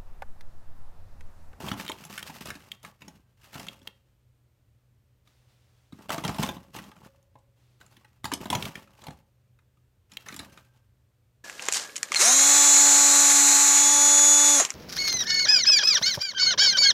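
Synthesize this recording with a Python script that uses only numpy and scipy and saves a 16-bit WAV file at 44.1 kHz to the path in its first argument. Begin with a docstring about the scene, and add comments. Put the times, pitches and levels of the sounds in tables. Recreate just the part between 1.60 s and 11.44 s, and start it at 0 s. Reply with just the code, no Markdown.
"""In a quiet carpeted room, a rabbit hops about a wire cage on a plastic tray, heard through a phone close by.
Feet and a nudged food tub knock: each rough contact rings the wires, tub and tray, and some wires hum on.
A small hard part ticks when the cage jolts; tiny impacts make the scrabble of claws, fur and leaves.
A sleeve slides as shaped noise; an appliance hums as one wavering tone over low rumble and faint hiss."""
import sys
import numpy as np
from scipy import signal
from scipy.fft import rfft, irfft
from scipy.io import wavfile
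from scipy.ndimage import uniform_filter1d

SR = 44100
rng = np.random.default_rng(int(sys.argv[2]) if len(sys.argv) > 2 else 0)


def to_wav(s):
    """Save 16-bit WAV."""
    ch = np.atleast_2d(s).T  # columns
    pcm = np.round(np.clip(ch, -1, 1) * 32767)  # PCM
    wavfile.write(sys.argv[1], SR, pcm.astype(np.int16))


N = 433944
SPAN = 8192  # samples in one knock or tick

# ringing tones of the plastic tray: pitch_hz, level_db, t60_s (time to fall by 60 dB)
TRAY_TONES = [(79, -19.5, 0.23), (131.4, -11.5, 0.041), (165.6, -4.5, 0.14), (202.6, 1, 0.11),
              (241, -3, 0.052), (289.3, -4.5, 0.06), (361, -5.5, 0.044)]
# ringing tones of the food tub: pitch_hz, level_db, t60_s
TUB_TONES = [(573.5, -14.5, 0.025), (623, -15.5, 0.025), (678, -6, 0.02), (793.6, -5, 0.015),
             (879, -1.5, 0.033), (998, -4.5, 0.028), (1094, -10, 0.035), (1117, -10.5, 0.035)]
# tone colour of the bare contact noise: frequency_hz, level_db
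CRACK_COLOUR = [(1500, -28.5), (4000, 3), (9000, 0.5), (15000, -1.5)]


def undb(db):
    """Turn decibels into a plain multiplier."""
    return 10 ** (np.asarray(db) / 20)


def level(x, db):
    """Scale a sound to an rms (average) level in dB."""
    return x * undb(db) / np.sqrt(np.mean(x ** 2))


def colour(x, points):
    """Boost or cut each frequency along a curve through (Hz, dB) points."""
    hz, db = np.transpose(points)
    f = np.maximum(np.arange(len(x) // 2 + 1) * SR / len(x), 1)
    gain = undb(np.interp(np.log(f), np.log(hz), db))
    return irfft(rfft(x) * gain, len(x))


def rings(modes, detune=0.):
    """A struck object rings at its own pitches: one dying sine per mode, a row each."""
    hz, db, t60 = np.transpose(modes)[:, :, None]
    t = np.arange(SPAN) / SR
    decay = np.exp(-np.log(1000) * t / t60)
    return undb(db) * np.sin(2 * np.pi * hz * (1 + detune) * t) * decay


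def walk(rate):
    """Smooth random wander: levels held 1 / rate seconds, then smoothed twice; spread near 1."""
    hold = int(SR / rate)
    steps = np.repeat(rng.standard_normal(N // hold + 1), hold)
    return 1.3 * uniform_filter1d(uniform_filter1d(steps, hold), hold)[:N]


def grit(rate, spread_db):
    """Tiny random impacts, rate per second on average, a few much stronger than the rest; rms 1."""
    hit = rng.random(N) < rate / SR
    strength = undb(spread_db * np.minimum(rng.exponential(size=N), 4))
    return level(hit * rng.standard_normal(N) * strength, 0)


def add(out, s, sound, peak_db):
    """Mix a sound in at s seconds with the given peak, its end faded out."""
    i = int(s * SR)
    fade = np.minimum(np.arange(SPAN)[::-1] / 2000, 1) ** 2
    scaled = fade * sound * undb(peak_db) / np.max(np.abs(sound))
    out[i:i + SPAN] += scaled[:min(SPAN, N - i)]


def struck(push, modes, tilt_db=0., scatter_db=2.5):
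    """A push rings the modes; each blow lands elsewhere, so strengths, signs and pitches differ a little."""
    size, sign, shift = rng.standard_normal((3, len(modes), 1))
    strength = np.sign(sign) * undb(scatter_db * size + tilt_db)
    body = np.sum(strength * rings(modes, 0.018 * shift), axis=0)
    return signal.fftconvolve(body, push)[:SPAN]


def wire_mesh():
    """Crossing wires damp each other: many close ringing tones, all short, higher ones shorter."""
    wire_count, t60_at_3khz_s = 70, .014
    pitch_hz = 1200 + 11000 * np.sort(rng.random(wire_count)) ** 1.5
    t60_s = t60_at_3khz_s * (3000 / pitch_hz) ** .5
    return np.transpose([pitch_hz, 0 * pitch_hz, t60_s])  # all equally loud


def knocks():
    """A rough contact of a few ms cracks, rings the mesh around its brightest pitch, and thumps tray and tub."""
    # each knock: start_s, wires_peak_db, brightest_pitch_hz, tray_db (against wires), tub_db (against wires)
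    knock_list = [(0.0414, -42, 1400, -8.5, 5.5), (0.1149, -21, 2555, -1.5, -6.5),
                  (0.1371, -33.5, 1982, -1, 0), (0.1963, -28.5, 1762, -9.5, -17.5),
                  (0.2632, -30.5, 3360, -34, -17), (0.295, -25.5, 3130, -18, -1.5),
                  (0.45, -34, 6600, -10, -12), (0.5778, -25, 1670, -41.5, -39),
                  (0.697, -38.5, 1344, 0.5, 4.5), (0.856, -28.5, 4970, -20, -5.5),
                  (0.903, -25.5, 1870, -24.5, -27.5), (0.9526, -38.5, 2860, -4, -13),
                  (1.0037, -46, 2900, -26, -45), (1.2293, -43.5, 6200, -29, -26),
                  (1.2482, -29.5, 2030, -18.5, -13), (1.4184, -37, 2510, -10, -13),
                  (1.4802, -37, 5300, -8, -6), (1.941, -39, 4000, -14, -22),
                  (1.954, -32.5, 1355, -5.5, -5.5), (1.9957, -30.5, 2700, -16, -8.5),
                  (2.0665, -35, 3050, -9, -11), (2.19, -55, 6000, -10, -15), (2.216, -50.5, 3140, 1, -13),
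                  (3.6737, -51.5, 4440, -15, -19), (4.3233, -45, 1883, 11, -2.5),
                  (4.388, -49, 1364, 7, -2.5), (4.4929, -26, 2664, -21.5, -1.5),
                  (4.5029, -19, 1984, -27.5, -4), (4.5431, -28.5, 2220, -5.5, 3.5),
                  (4.5803, -27.5, 1430, 0.5, -1), (4.6376, -25.5, 2485, -15.5, -1),
                  (4.6483, -20, 2700, -3.5, -9.5), (4.6781, -23, 2610, -5, -10),
                  (4.692, -26, 1700, -7.5, -0.5), (4.7446, -31, 2630, -5, -2.5),
                  (4.784, -28.5, 2720, -16, 2.5), (4.8326, -18, 3140, -14, -8), (4.8888, -22, 3140, -7, -6),
                  (4.966, -41, 2900, 7, 2), (5.138, -58, 2120, -14, -14), (5.1632, -33.5, 3020, -2.5, -14),
                  (5.1868, -32, 1580, -6.5, -14), (5.238, -44, 3000, -2, -7), (5.3154, -42, 1380, -31, -9),
                  (5.3638, -45, 1480, -11, -23), (5.4467, -45.5, 1450, -24, -12),
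                  (5.627, -58, 8940, -17, -14), (5.7546, -57.5, 2010, -0.5, 11.5),
                  (5.786, -63, 6020, -15, -15), (6.2112, -39.5, 1490, -28.5, -18),
                  (6.263, -48.5, 7000, -14.5, -16.5), (6.312, -57, 9000, -10.5, -0.5),
                  (6.367, -45.5, 3060, -6, -14), (6.4458, -47, 1320, -15, -7.5),
                  (6.6426, -22, 3327, -5, -7.5), (6.6529, -22, 4320, -21, -5.5),
                  (6.7169, -20, 2000, -15.5, -11), (6.724, -28, 2790, 0, -11),
                  (6.736, -18, 6970, -23, -13.5), (6.777, -44, 3130, -10.5, -15),
                  (6.8112, -39.5, 1403, -6, -6.5), (6.8555, -29, 1936, -2.5, -2.5),
                  (6.9014, -15.5, 3350, -17.5, -11.5), (6.9274, -21, 3123, -12.5, 4.5),
                  (6.9501, -16.5, 3626, -8, -12.5), (7.1543, -26, 2100, -15.5, -42),
                  (7.274, -49.5, 1480, -16, -29), (7.418, -44, 3360, -4, -9),
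                  (7.4388, -40.5, 4320, -12, -5), (7.467, -33, 3230, -13, -3), (7.4824, -35.5, 1870, 3, -2),
                  (7.5057, -40, 2550, -3, -17), (7.988, -53, 1760, -29, -13.5),
                  (8.171, -62.5, 2500, -2, -18), (8.5173, -40.5, 2834, -11, -39),
                  (8.535, -44, 5000, -13, -16), (8.662, -38, 1740, -26, -31),
                  (8.685, -26.5, 1670, -26.5, -31), (8.7243, -34.5, 1464, -8, -19),
                  (8.7419, -33.5, 4000, -8, -28), (8.763, -29, 5580, -18, -17),
                  (8.7916, -26.5, 3800, -11, -19), (8.8005, -33.5, 1720, -2.5, -8),
                  (8.926, -47, 5000, -7, -21), (8.9738, -38.5, 1430, -21, -34)]
    contact_s = .0028  # typical time in which the blow dies down
    crack_db, crack_scatter_db = -12.5, .5  # against the wires
    crack_db_per_octave = 3  # brighter knocks crack harder
    out, t = np.zeros(N), np.arange(SPAN // 2) / SR
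    mesh = wire_mesh()
    mesh_hz = mesh[:, 0]
    for s, db, hz, tray_db, tub_db in knock_list:
        length = contact_s * undb(2 * rng.standard_normal())
        blow_and_rattle = np.exp(-t / length) + .16 * np.exp(-t / .02)
        onset = 1 - np.exp(-t / .0004)
        push = rng.standard_normal(len(t)) * blow_and_rattle * onset
        tilt_db = -6. * np.abs(np.log2(mesh_hz / hz))[:, None]  # weaker away from the brightest pitch
        add(out, s, struck(push, mesh, tilt_db, 4.7), db)
        crack = colour(np.pad(push, (0, SPAN // 2)), CRACK_COLOUR)
        brightness_db = crack_db_per_octave * np.log2(hz / 2500)
        add(out, s, crack, db + crack_db + crack_scatter_db * rng.standard_normal() + brightness_db)
        add(out, s, struck(push, TRAY_TONES), db + tray_db)
        add(out, s, struck(push, TUB_TONES), db + tub_db)
    return out


def ticks():
    """A hard tap and its rebound 2.2 ms later ring one small part, with a short crack of noise."""
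    # each tick: start_s, peak_db
    tick_list = [(0.0853, -25.5), (0.28, -22), (0.2889, -26), (0.3173, -24.5), (0.6279, -23.5),
                 (1.1172, -25), (2.0845, -25.5), (2.2737, -24.5), (7.0251, -19.5), (7.0532, -24.5),
                 (8.57, -24)]
    # ringing tones of the small part: pitch_hz, level_db, t60_s
    part_tones = [(2130, -8, .012), (2550, -7, .011), (2850, -6, .01), (3170, 0, .011), (3450, -3, .009),
                  (3750, -4, .009), (4300, -11, .008), (6900, -16, .006)]
    out = np.zeros(N)
    for s, db in tick_list:
        push = np.zeros(SPAN // 8)
        push[0], push[int(.0022 * SR)] = 1, .9
        add(out, s, struck(push, part_tones, scatter_db=1.5), db)
        crack = rng.standard_normal(SPAN) * np.exp(-np.arange(SPAN) / SR / .003)
        add(out, s, colour(crack, CRACK_COLOUR), db - 8.5)
    return out


def wire_hums():
    """Free lengths of wire are left humming: three close tones beat together as they fade."""
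    # each hum: start_s, pitch_hz, level_db (of its middle tone, before it fades)
    hum_list = [(1.48, 1590, -75), (2.0, 565, -62), (4.83, 566, -57), (5.46, 565, -65.5), (5.755, 570, -74),
                (6.93, 565, -53.5), (7.47, 562, -70.5), (8.79, 565, -65), (8.885, 1590, -65.5)]
    t60_s, attack_s = 1, .0048
    out, t = np.zeros(N), np.arange(N) / SR
    for s, hz, db in hum_list:
        age = np.maximum(t - s, 0)
        fade = (1 - np.exp(-age / attack_s)) * np.exp(-np.log(1000) * age / t60_s)
        tones = np.sin(2 * np.pi * hz * age)
        tones += .5 * np.sin(2 * np.pi * (hz + 9) * age)
        tones += 1.2 * np.sin(2 * np.pi * (hz - 23) * age)
        out += undb(db) * fade * tones
    return out


def activity():
    """Gains of claws, tray and tub: scuffles start firmly, sag or grow, then loose leaves and wires settle."""
    # each scuffle: start_s, length_s, claws_and_leaves_db, tray_db (against claws), tub_db (against claws),
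    # change_db (over the length; minus sags, plus grows)
    scuffles = [(0., .17, -45.5, 6, 0.5, -3.5), (0.183, 0.26, -51.5, -4, -3, -2.5),
                (0.496, 0.27, -54.5, -4.5, -6, 9), (0.806, 0.092, -44, 2, -12, -3.5),
                (0.939, 0.33, -65, -3.5, 1, -3), (1.234, 0.11, -55, -6, 1.5, -15.5),
                (1.406, 0.16, -65.5, 9, -1.5, -0.5), (1.765, 0.11, -72, -7, -5.5, 9),
                (1.831, 0.13, -58.5, -8, -5, 1), (1.927, 0.097, -47.5, -1.5, -7, -3),
                (2.07, 0.22, -58.5, 4, -1, -13), (4.325, 0.3, -63.5, 3.5, 1.5, -8),
                (4.485, 0.09, -40.5, -3, -0.5, -1.5), (4.644, 0.25, -47.5, 10.5, 0.5, -11),
                (4.792, 0.15, -40.5, 7.5, 0.5, -12), (5.131, 0.15, -53, 1, 0.5, -3),
                (5.356, 0.11, -62, 5, 0, -4), (5.741, 0.077, -77, 14.5, -10, -8),
                (6.199, 0.37, -63.5, 0, -3, -10), (6.634, 0.08, -55, 1.5, 1, -7),
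                (6.802, 0.041, -47.5, 7, -1, -1), (6.902, 0.19, -43, 2, -3, -1.5),
                (7.103, 0.15, -59, 4, 2, -10), (7.329, .2, -67.5, -18, 4, 3.5),
                (8.494, 0.15, -68, -8, -5, 11), (8.658, 0.12, -55, 1, -2, 1.5),
                (8.814, 0.079, -62.5, 7, 1, -5), (8.919, 0.042, -58.5, -4, -5, 1.5)]
    attack_s, release_db_per_s = .004, 300
    settle_db, settle_db_per_s = -10.5, 70  # the quieter, slower end of each scuffle
    out, t = np.zeros((3, N)), np.arange(N) / SR
    for s, length, db, tray_db, tub_db, change_db in scuffles:
        age = t - s
        shape = np.clip(age / attack_s, 0, 1) * undb(change_db * np.clip(age / length, 0, 1))
        after = np.maximum(age - length, 0)
        release = undb(-release_db_per_s * after)
        settling = undb(settle_db - settle_db_per_s * after)
        shape = shape * np.maximum(release, settling)
        out += shape * undb(db + np.array([[0], [tray_db], [tub_db]]))
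    return out


def shake(throb, modes, rate):
    """Throbbing tiny impacts, rate per second, keep an object ringing; rms 1."""
    impacts = throb * grit(rate, 2.5)
    return level(signal.fftconvolve(impacts, rings(modes).sum(0))[:N], 0)


def scrabble():
    """Streams of tiny impacts shake tray and tub and crackle in leaves and wire, throbbing together."""
    # tone colour of the crackle: frequency_hz, level_db (per Hz)
    rustle = [(710, -35), (1200, -4), (2400, -7.5), (2710, -3), (3510, -10.5), (5240, -10.5), (10500, -18),
              (13200, -15), (16000, -22.5)]
    claws, tray, tub = activity()
    throb = undb(3.5 * walk(35))
    # every scratch is a burst of noise some ms long, over a soft brushing of fur
    burst = np.exp(-np.arange(SPAN // 8) / SR / .0025)
    scratches = signal.fftconvolve(np.abs(grit(350., 3.5)), burst)[:N]
    crackle = (level(scratches, 0) + 1.1) * rng.standard_normal(N)
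    crackle = level(colour(throb * crackle, [(700, -54.5)] + rustle), 0)
    tray_sound = tray * shake(throb, TRAY_TONES, 300.)
    tub_sound = tub * shake(throb, TUB_TONES, 600.)
    return tray_sound + tub_sound + claws * crackle


def sleeve():
    """A sleeve slides as an arm reaches out: smooth cloth noise swells quickly, fades slower and flutters."""
    # each slide: start_s, length_s, level_db (at its height, before the flutter)
    slides = [(3.65, 0.39, -70.5), (3.88, 0.73, -72), (5.958, 0.45, -73.5)]
    # tone colour of the cloth: frequency_hz, level_db (per Hz)
    cloth = [(600, -1), (1500, -5), (3500, -4.5), (6000, -9), (14000, -19)]
    t, swell = np.arange(N) / SR, np.zeros(N)
    for s, length, db in slides:
        progress = np.clip((t - s) / length, 0, 1)
        swell += undb(db) * np.sin(np.pi * progress ** .45)
    flutter = undb(1.3 * walk(20))
    return swell * flutter * level(colour(rng.standard_normal(N), cloth), 0)


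def quiet():
    """An appliance hums as one tone, wavering slightly in pitch and level, over low rumble and hiss."""
    # tone colour of the rumble and hiss: frequency_hz, level_db (per Hz)
    noise_colour = [(12, -40), (20, -1.5), (124, -2), (147, -17.5), (174, -15.5), (273, -21.5), (583, -24),
                    (690, -29.5), (3140, -35.5), (4930, -39.5), (9410, -41), (10500, -45), (14700, -39),
                    (16500, -57)]
    hum_hz, hum_db, noise_db = 123.2, -68, -64.5  # middle pitch, rms levels
    hum = undb(2 * walk(5)) * np.sin(2 * np.pi * np.cumsum(hum_hz + walk(5)) / SR)
    noise = colour(rng.standard_normal(N), noise_colour)
    return level(hum, hum_db) + level(noise, noise_db)


def room(hits):
    """The room answers with many dense echoes: a tail of noise that dies away, duller than it began as noise."""
    t60_s, room_db = .3, -16.
    t = np.arange(SR // 2) / SR
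    tail = rng.standard_normal(len(t)) * np.exp(-np.log(1000) * t / t60_s) * (t > .004)
    tail = colour(tail, [(100, 5.5), (1000, -1.0), (4000, -10.0), (14000, -12.0)])
    return signal.fftconvolve(hits, tail * undb(room_db) / np.sqrt(np.sum(tail ** 2)))[:N]


def scene():
    """Add all the layers; only knocks, ticks and wire hums are sent to the room echo."""
    hits = knocks() + ticks() + wire_hums()
    return (hits + room(hits) + scrabble() + sleeve() + quiet())[None]


def record(dry):
    """The phone cuts the deep bass (below 55 Hz) and the top (above 16 kHz)."""
    low_cut = signal.butter(N=3, Wn=55., btype="high", fs=SR, output="sos")
    top_cut = signal.ellip(8, .2, 70, 16000, fs=SR, output="sos")
    return signal.sosfilt(top_cut, signal.sosfilt(low_cut, dry))


dry = scene()
out = record(dry)
to_wav(out)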